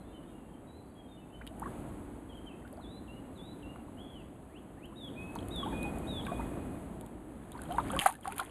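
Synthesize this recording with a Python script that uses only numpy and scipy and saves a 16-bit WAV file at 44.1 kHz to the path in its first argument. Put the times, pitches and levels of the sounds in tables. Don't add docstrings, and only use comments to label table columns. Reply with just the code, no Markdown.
import sys
import numpy as np
from scipy import signal
from scipy.fft import rfft, irfft, next_fast_len
from scipy.io import wavfile
from scipy.ndimage import uniform_filter1d, map_coordinates

SR = 44100
rng = np.random.default_rng(int(sys.argv[2]) if len(sys.argv) > 2 else 0)


def ratio(d):
    e = np.asarray(d, float) / 20
    return 10 ** e


def generate_wav(signal):
    frames = np.transpose(np.atleast_2d(signal))
    scaled = np.clip(frames, -1, 1) * 32767
    pcm = np.round(scaled).astype(np.int16)
    wavfile.write(sys.argv[1], SR, pcm)


N = 374850

# [t/s, peak level/dB, starting f/Hz, rise/octaves, life/s]
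GULPS = [(1.413, -39, 1460, 0.67, .0087), (1.509, -45, 626, 0.41, 0.043), (1.619, -30, 800, 1.1, .019),
         (1.657, -37, 1062, .61, 0.025), (2.65, -47, 1480, .06, .018), (2.725, -44, 560, .5, .03),
         (2.775, -40, 606, 1.1, .031), (5.66, -30, 803, .4, .026), (5.728, -42, 1520, .37, .01),
         (6.394, -31.5, 824, 1.13, 0.021), (7.551, -38, 920, 0.29, .018), (7.69, -36, 620, .1, .015),
         (7.704, -28, 680, .2, .03), (7.745, -36, 734, 0.77, .034), (7.783, -16, 950, .4, 0.016),
         (7.871, -47, 1750, .82, .025), (7.901, -32, 1153, .63, .019), (7.949, -28.5, 1350, .45, .0063),
         (8.062, -12.5, 1240, 0.51, 0.0042), (8.072, -29.5, 784, 0.45, 0.026),
         (8.273, -27.5, 734, 0.32, .024), (8.23, -52, 3300, -.6, .015), (8.32, -46, 2310, .8, .014),
         (8.325, -41, 370, .45, .045), (8.478, -54, 1600, 1.4, .01), (4.92, -48, 950, .8, .025),
         (8.395, -21.5, 1296, .29, 0.0082), (8.41, -34.5, 703, .53, .024)]
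# [t/s, peak level/dB, f/Hz, life/s]
PLOPS = [(1.66, -36.5, 1650, 0.005), (2.62, -53, 1900, .012), (3.759, -38, 1180, .005),
         (5.359, -28, 960, .006), (5.603, -33, 654, 0.014), (5.63, -32, 1132, 0.017),
         (5.726, -35, 867, .017), (5.85, -36, 799, .036), (5.972, -34, 690, .011),
         (6.267, -34.5, 1610, .0092), (6.28, -36.5, 1118, .032), (6.318, -22.5, 682, .014),
         (6.572, -38, 900, 0.0053), (7.033, -43, 930, 0.012), (7.591, -38, 1500, .009),
         (7.708, -42, 1450, .008), (7.933, -31, 532, .04), (7.965, -27.5, 1130, .016),
         (7.996, -39, 1100, 0.0092), (8.007, -28, 1110, .0061), (8.018, -33, 825, .041),
         (8.06, -7.5, 756, 0.009), (8.075, -40, 1200, .023), (8.095, -35, 856, .036),
         (8.137, -48, 1550, .012), (8.152, -45, 1760, .012), (8.189, -50, 770, .015), (8.3, -47, 900, .05),
         (7.789, -26, 1130, .012), (7.933, -25, 620, .004), (7.618, -44, 1450, .012),
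         (3.882, -45, 1100, .006), (7.722, -38, 1180, .006), (8.255, -23, 1050, 0.0027),
         (8.403, -32, 1043, .019)]
PLOP_RISE_OCTAVES = 0.049
# [t/s, peak level/dB, level of the tick's body relative to the peak/dB]
DROPS = [(.415, -70, 4), (1.467, -40, -8), (1.474, -38, -9), (1.5977, -38, -25), (2.6, -54, -10),
         (2.678, -49, -6), (7.782, -40, -4), (7.875, -42, -6), (8.153, -44, -8), (8.345, -44, -8),
         (2.728, -44, -26), (4.8569, -47, -17), (5.354, -39, -8), (5.485, -38, -13), (5.561, -39, -15),
         (5.8302, -31, -20), (5.985, -36.5, -22), (6.2661, -40, -5), (7.011, -38.5, -15),
         (7.063, -41.5, -13), (7.519, -34, -26), (7.6182, -33.5, -14), (7.636, -37, -20),
         (7.7246, -35.5, -13), (7.9168, -29, -29), (7.964, -33, -9), (7.9916, -34, 6), (7.997, -27, -17),
         (8.0702, -26, -10), (8.125, -32, -16), (8.2107, -43, -17), (8.278, -30, -8), (8.3228, -33, -12),
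         (8.364, -33, -20), (8.382, -27.5, -8), (8.3996, -26, -7), (8.45, -36, -22)]
# [t/s, peak level/dB, ringing f/Hz]
SLAPS = [(1.416, -47, 1910), (1.467, -50, 1750), (1.467, -48, 3200), (1.475, -41, 2950), (1.474, -45, 3700),
         (7.528, -52, 3800), (7.655, -53, 3100), (7.711, -48, 3150), (7.711, -52, 4050), (7.76, -50, 3800),
         (7.884, -50, 4500), (7.933, -46, 3000), (8.063, -30, 1500), (8.256, -36, 1600), (8.413, -50, 4500),
         (8.46, -52, 3300), (8.495, -52, 3100), (2.675, -53, 1620), (2.735, -57, 4900), (2.77, -57, 4600),
         (3.76, -48, 1500), (5.364, -46, 4270), (5.388, -40, 3350), (5.405, -51, 4200), (5.428, -51, 3100),
         (5.83, -44, 3900), (6.251, -43, 3880), (6.267, -38, 2270), (7.519, -48, 3550), (7.578, -51, 4300),
         (7.721, -39.5, 3120), (7.787, -40, 1930), (7.801, -46, 3600), (7.902, -38, 3300),
         (7.991, -17, 3330), (7.997, -23, 2800), (8.013, -27, 2800), (8.017, -26, 1750), (8.061, -24, 2140),
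         (8.381, -44, 3500), (8.399, -32, 3500), (5.356, -42, 6200)]
SLAP_T60_S, SOFTER_S_PER_DB = .005, .00015
# [t/s, fizz level/dB, slosh over fizz/dB, swell/s, fall/s]
THROWS = [(7.64, -63, 14.5, .6, 0.17), (7.71, -58, 9, 0.09, .6), (7.89, -56, 12.5, 0.36, .3),
          (7.975, -53, 14, 0.22, .05), (7.992, -37, -6, 0.007, .16), (8.022, -39, 0, .05, .12),
          (8.061, -31.5, -13, .006, 0.1), (8.135, -59, 1, .03, 0.089), (8.25, -56, 11, .04, .3),
          (8.325, -51.5, 8.5, .15, 0.058), (8.382, -47, 5, 0.058, 0.2)]
FADE_DB = 31.5
CHURN_DB, CHURN_DEPTH = -7, .25
SLOSH_LINGERS = 1.17

# [share of the length, pitch bend/octaves, level/dB]
FLAT = [(0, -.06, -11), (.12, -.025, -1), (.5, -.004, -2), (1, 0.005, -10)]
SWELL = [(0, -.06, -8), (.4, 0, 0), (1, 0.003, -9)]
CHIP = [(0, 0.012, -8), (.4, -0.022, 0), (1, -0.173, -9)]
DIP = [(0, .31, -6), (.22, 0, -3), (.36, .06, -4), (.6, .2, -0.5), (1, .26, -0.5)]
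HOOK = [(0, .45, -18), (.11, 0.0037, 0), (.55, .1, -3), (1, .12, -9)]
ARCH = [(0, -.24, -10), (.16, -.01, -1), (.55, 0, -0.5), (.8, -.14, -1), (1, -.36, -5)]
RISE = [(0, 0, -11), (.5, .52, -16), (.72, .78, 1), (1, 1.1, -10)]
FALL = [(0, -.16, -16), (.06, -.03, -6), (.17, 0, -3.5), (.55, -.14, 0), (.92, -.23, -1), (1, -.52, -15)]
# [t/s, length/s, f/Hz, level/dB, depth of the bend]
FLATS = [
    (5.158, .2, 2570, -58, 1.55),
    (5.721, 0.25, 2493, -55, 0.64),
    (6.293, .2, 2500, -58.5, 0.82),
]
SWELLS = [(.27, .04, 3570, -77, .1), (.485, .045, 3150, -75, .3), (.67, .15, 4005, -70, .8),
          (.95, .12, 3220, -70, -.5), (1.08, .12, 3580, -70, -.9), (1.325, .07, 3040, -68, .5)]
CHIPS = [
    (.12, .075, 3100, -70, .35),
    (2.29, 0.052, 3286, -65, 1.1),
    (2.345, 0.046, 3250, -63.5, 0.74),
    (2.46, 0.035, 3180, -60, 0.67),
    (2.492, 0.031, 2745, -64.5, .9),
    (2.522, .035, 2700, -68, 0.89),
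]
DIPS = [
    (2.81, .18, 3370, -64.5, 1.02),
    (3.355, .18, 3396, -65, .92),
]
HOOKS = [
    (3.07, .13, 2672, -65, 1.05),
    (3.62, .13, 2662, -64, .9),
]
ARCHES = [
    (3.97, .25, 3343, -66, 1.01),
    (.3, .125, 2850, -77, .3),
]
RISES = [
    (4.49, .1, 1606, -64.5, 1.01),
    (4.77, .095, 1643, -62.5, 0.92),
]
FALLS = [
    (4.955, 0.14, 3850, -59, 1.04),
    (5.505, 0.14, 3840, -51, 1.01),
    (6.068, .15, 3860, -53, .9),
]
# [t/s, length/s, starting f/Hz, final f/Hz, level/dB]
FAINT_NOTES = [(0, .035, 4010, 3990, -78), (.07, .11, 3980, 4000, -86), (.025, .08, 3300, 3400, -86),
               (.045, .03, 3450, 3620, -79), (.075, .1, 3630, 3600, -81), (.085, .04, 2820, 2700, -79),
               (.13, .07, 2880, 2930, -75), (.215, .03, 3080, 2980, -78), (.26, .06, 3120, 3200, -80),
               (.3, .025, 3840, 3860, -85), (.445, .03, 2800, 2790, -79), (.535, .04, 3150, 3160, -74),
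               (6.49, .09, 2490, 2480, -72), (6.6, .17, 2490, 2480, -75), (5.97, .12, 2490, 2490, -72),
               (0.825, 0.046, 4450, 4460, -79), (.86, 0.065, 4560, 4600, -82), (1.17, 0.037, 3000, 2920, -73),
               (1.204, 0.04, 2680, 2630, -78), (1.3, 0.043, 2650, 2800, -75), (4.16, .14, 4600, 4770, -94),
               (4.2, 0.09, 2000, 1990, -85), (7.773, 0.2, 8700, 8150, -84)]
# [start t/s, end t/s, rate f/Hz, depth/Hz]
TRILL = (3.97, 4.16, 62, 90)
# [start t/s, rate f/Hz, depth/dB]
PULSE = (6.29, 27, 4)
FLUTTER_DB, HOARSE_HZ = 1.6, 42
TREES_T60_S = .9

# [t/s, rumble level/dB]
AIR = [(0.0, -49.5), (1.18, -51.5), (1.5, -49), (1.69, -41.5), (2.27, -48), (2.76, -49), (3.29, -47.5),
       (3.96, -48), (4.4, -50), (4.95, -50), (5.12, -46), (5.76, -38.5), (6.2, -40), (6.4, -38.5),
       (7.21, -48.5), (7.52, -48), (7.83, -40), (7.99, -39.5)]
# [f/Hz, density level/dB per Hz]
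RUMBLE = [(15, -35), (25, -11.5), (41, -5.5), (60, -0.5), (133, -4.5), (224, -1), (291, 0), (431, -10),
          (725, -12.5), (882, -16), (941, -17), (2400, -33), (4500, -42), (5850, -74), (9900, -120)]
# [f/Hz, level/dB]
WHINE = [(7838, -93), (7897, -81.5)]
# [f/Hz, level/dB]
HUM = (56, -60.5)
HISS_UNDER_DB = 23.5
DUCK_S, DUCK_DB, RECOVER_DB_PER_S, RECOVER_DB = 8.0, -55.5, 15, 5.5
# [f/Hz, gain/dB]
PORT = [(100, 0.5), (3300, 0.5), (4600, -6), (5100, -11), (5600, -21), (6500, 0), (8000, 2), (9800, 10.5),
        (10700, 9), (11000, -12), (11400, 7), (12500, 1), (13700, -17), (14400, -44), (15500, -70)]


def unit(x):
    return x / np.sqrt(np.mean(x ** 2) + 1e-20)


def along(points, hz):
    f, v = np.transpose(points)
    return np.interp(np.log(hz + 1), np.log(f + 1), v)


def wobble(rate):
    knots = rng.standard_normal(int(N * rate / SR) + 4)
    return map_coordinates(knots, [np.arange(N) * rate / SR])


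def coloured(x, spectrum):
    m = next_fast_len(N + 8192)
    gain = ratio(along(spectrum, np.fft.rfftfreq(m, 1 / SR)))
    return irfft(rfft(x, m) * gain, m)[..., :N]


def add(track, s, sound):
    part = track[round(s * SR):][:len(sound)]
    part += sound[:len(part)]


def grains(per_s, hz, spread, cycles, scatter_db):
    draw = rng.random((int(per_s * N / SR), 2))
    pitch = hz * np.exp(spread * rng.standard_normal(len(draw)))
    pitch = np.clip(pitch, 300, SR / 3)[:, None]
    turns = pitch * np.arange(384) / SR
    strength = ratio(-scatter_db * np.log(draw[:, 1:] + 0.024))
    ring = np.sin(2 * np.pi * turns * (1 + 0.0078 * turns)) * np.exp(-turns / cycles)
    where = (draw[:, :1] * N).astype(int) + np.arange(384)
    return unit(np.bincount(where.ravel(), (strength * ring).ravel(), N + 384)[:N])


def gulps():
    out, puffs = np.zeros(N), np.zeros(N)
    plops = [(s, db, hz, PLOP_RISE_OCTAVES, life) for s, db, hz, life in PLOPS]
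    for s, db, hz, rise, life in list(GULPS) + plops:
        t = np.arange(round(2.5 * life * SR)) / SR
        knots = rng.standard_normal((2, 64))
        pitch_ragged, level_ragged = [np.interp(t * 350, np.arange(64), k) for k in knots]
        climb = rise * np.minimum(t / life, 1.08) ** 1.6
        pitch = hz * 2 ** (climb + .05 * pitch_ragged)
        swell = (1 - np.exp(-t * hz / 1.2)) * np.exp(-1.7 * (t / life) ** 1.5)
        ring = np.sin(2 * np.pi * np.cumsum(pitch) / SR)
        add(out, s, ratio(db - 2 + 1.6 * level_ragged) * swell * ring)
        add(puffs, s, ratio(db - 60 * t / 0.017) * rng.standard_normal(len(t)))
        for late, higher, weaker in rng.random((5, 3)):
            delay = .045 * late
            turns = hz * 2 ** (.9 * higher - .1) * np.arange(900) / SR
            envelope = (1 - np.exp(-turns)) * np.exp(-turns / 3)
            small = np.sin(2 * np.pi * turns * (1 + .006 * turns)) * envelope
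            add(out, s + .006 + delay, ratio(db - 18 - 10 * weaker - 150 * delay) * small)
    return out + coloured(puffs, [(350, -32), (700, 7), (1600, -2), (2600, -37), (5000, -40)])


def drops():
    ticks, bodies, slaps = np.zeros((3, N))
    t = np.arange(SR // 20) / SR
    for s, db, body_db in DROPS:
        crack = rng.standard_normal((2, len(t))) * ratio(-60 * t / [[.007], [.008]])
        add(ticks, s, ratio(db - 6) * crack[0])
        add(bodies, s, ratio(db + body_db + 4.5) * crack[1])
    for s, db, hz in SLAPS:
        t60 = max(SLAP_T60_S - SOFTER_S_PER_DB * db, .002)
        phase = 2 * np.pi * hz * t + np.cumsum(0.16 * rng.standard_normal(len(t)))
        onset = 1 - np.exp(-t / 0.00052)
        add(slaps, s, ratio(db + 6 - 60 * t / t60) * onset * np.sin(phase))
    ticks = coloured(ticks, [(4500, -33), (7000, -2.5), (8800, 1)])
    bodies = coloured(bodies, [(900, -33), (2200, 3), (5000, 4.5), (7000, -30)])
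    return ticks + bodies + slaps


def thrown(depth, linger):
    t = np.arange(-2 * SR, 0) / SR + N / SR
    s, db, slosh_db, swell, fall = np.transpose(THROWS)[:, :, None]
    away = np.where(t < s, (s - t) / swell, (t - s) / (fall * linger))
    level = np.linalg.norm(ratio(db + depth * slosh_db - FADE_DB * away), axis=0)
    return np.pad(level, (N - len(t), 0))


def spray():
    mist = coloured(rng.standard_normal(N), [(5000, -29), (8500, -3)])
    fizz = grains(900, hz=10000, spread=0.23, cycles=0.75, scatter_db=2.0) + .5 * mist
    churn = grains(500, hz=2800, spread=.35, cycles=5, scatter_db=3.5)
    wash = unit(coloured(rng.standard_normal(N), [(700, -30), (1500, -4), (4000, -3), (6500, -19)]))
    slosh = grains(220, hz=1150, spread=.3, cycles=3.5, scatter_db=3)
    clumps = ratio(2.2 * wobble(160))
    fine = fizz * ratio(-7.5) * thrown(0, 0.9)
    fine += (churn + 0.55 * wash) * ratio(CHURN_DB) * thrown(CHURN_DEPTH, 0.96)
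    return clumps * fine + slosh * ratio(-5.5) * thrown(0.91, SLOSH_LINGERS)


def birds():
    song, clock = np.zeros(N), np.arange(N) / SR
    far = [[(s, a, db), (s + long, b, db)] for s, long, a, b, db in FAINT_NOTES]
    sung = [(FLAT, FLATS), (SWELL, SWELLS), (CHIP, CHIPS), (DIP, DIPS),
            (HOOK, HOOKS), (ARCH, ARCHES), (RISE, RISES), (FALL, FALLS)]
    near = [[(s + long * u, hz * 2 ** (depth * bend), db + level) for u, bend, level in shape]
            for shape, notes in sung for s, long, hz, db, depth in notes]
    in_leaves = clock < 1.5
    trill_on, trill_off, trill_hz, trill_depth = TRILL
    trilled = (clock > trill_on) * (clock < trill_off)
    shake = 9 * wobble(70) + HOARSE_HZ * wobble(45) * in_leaves
    shake += trill_depth * np.sin(2 * np.pi * trill_hz * clock) * trilled
    for note in near + far:
        s, hz, db = np.transpose(note)
        t = np.arange(s[0], s[-1], 1 / SR)
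        fade = np.clip(np.minimum(t - s[0], s[-1] - t) / 0.0023, 0, 1)
        glide = uniform_filter1d(np.interp(t, s, hz), size=450, mode="nearest")
        pitch = glide + shake[round(s[0] * SR):][:len(t)]
        tone = np.sin(2 * np.pi * np.cumsum(pitch) / SR)
        add(song, s[0], ratio(np.interp(t, s, db) + 11.5) * fade * tone)
    pulse_on, pulse_hz, pulse_depth = PULSE
    pulse_db = pulse_depth * (np.cos(2 * np.pi * pulse_hz * clock) - 1) * (clock > pulse_on)
    song = song * ratio(FLUTTER_DB * wobble(28) + pulse_db)
    t = np.arange(SR) / SR
    decay = ratio(-60 * t / TREES_T60_S) + 1.7 * ratio(-60 * t / 0.12)
    echoes = rng.standard_normal(SR) * decay * (1 - np.exp(-t / 0.0021))
    tail = signal.fftconvolve(song, echoes / np.linalg.norm(echoes))[:N]
    direct_db = np.where(in_leaves, -6, -2.5)
    return song * ratio(1.5 * wobble(55) + direct_db) + ratio(-7) * tail


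def background():
    t = np.arange(N) / SR
    after = t - DUCK_S
    ducked_db = DUCK_DB + np.minimum(RECOVER_DB_PER_S * after, RECOVER_DB)
    rumble_db = np.where(after < 0, np.interp(t, *np.transpose(AIR)), ducked_db)
    hiss_db = rumble_db - HISS_UNDER_DB
    rumble = unit(coloured(rng.standard_normal(N), RUMBLE)) * ratio(rumble_db + 0.3 * wobble(6))
    ripples = grains(300, hz=9500, spread=.2, cycles=1.3, scatter_db=2.5)
    hiss = unit(rng.standard_normal(N) + .3 * ripples)
    hiss = coloured(hiss, [(500, -17), (2500, 3.5), (5000, 0.5)]) * ratio(hiss_db - 1 + 0.62 * wobble(26))
    whine = sum(ratio(db + 1) * np.sin(2 * np.pi * hz * t + .6 * wobble(20)) for hz, db in WHINE)
    hum_hz, hum_db = HUM
    hum = ratio(hum_db + 3.5 * wobble(4.2)) * np.sin(2 * np.pi * hum_hz * t + 0.71 * wobble(3.2))
    return rumble + hiss + (whine + hum) * ratio(hiss_db - np.median(hiss_db))


def scene():
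    water = gulps() + drops()
    t = np.arange(SR // 5) / SR
    bank = rng.standard_normal(len(t)) * ratio(-60 * t / 0.1)
    reflected = signal.fftconvolve(water, bank / np.linalg.norm(bank))[:N]
    answer = coloured(reflected, [(3500, -0.5), (7000, -12)])
    return (water + ratio(-9.5) * answer + spray() + birds() + background())[None]


def band_limit(x):
    return signal.sosfilt(signal.butter(12, 14360, fs=SR, output="sos"), x)


def record(dry):
    mix = coloured(dry, PORT)
    return band_limit(mix)


dry = scene()
out = record(dry)
generate_wav(out)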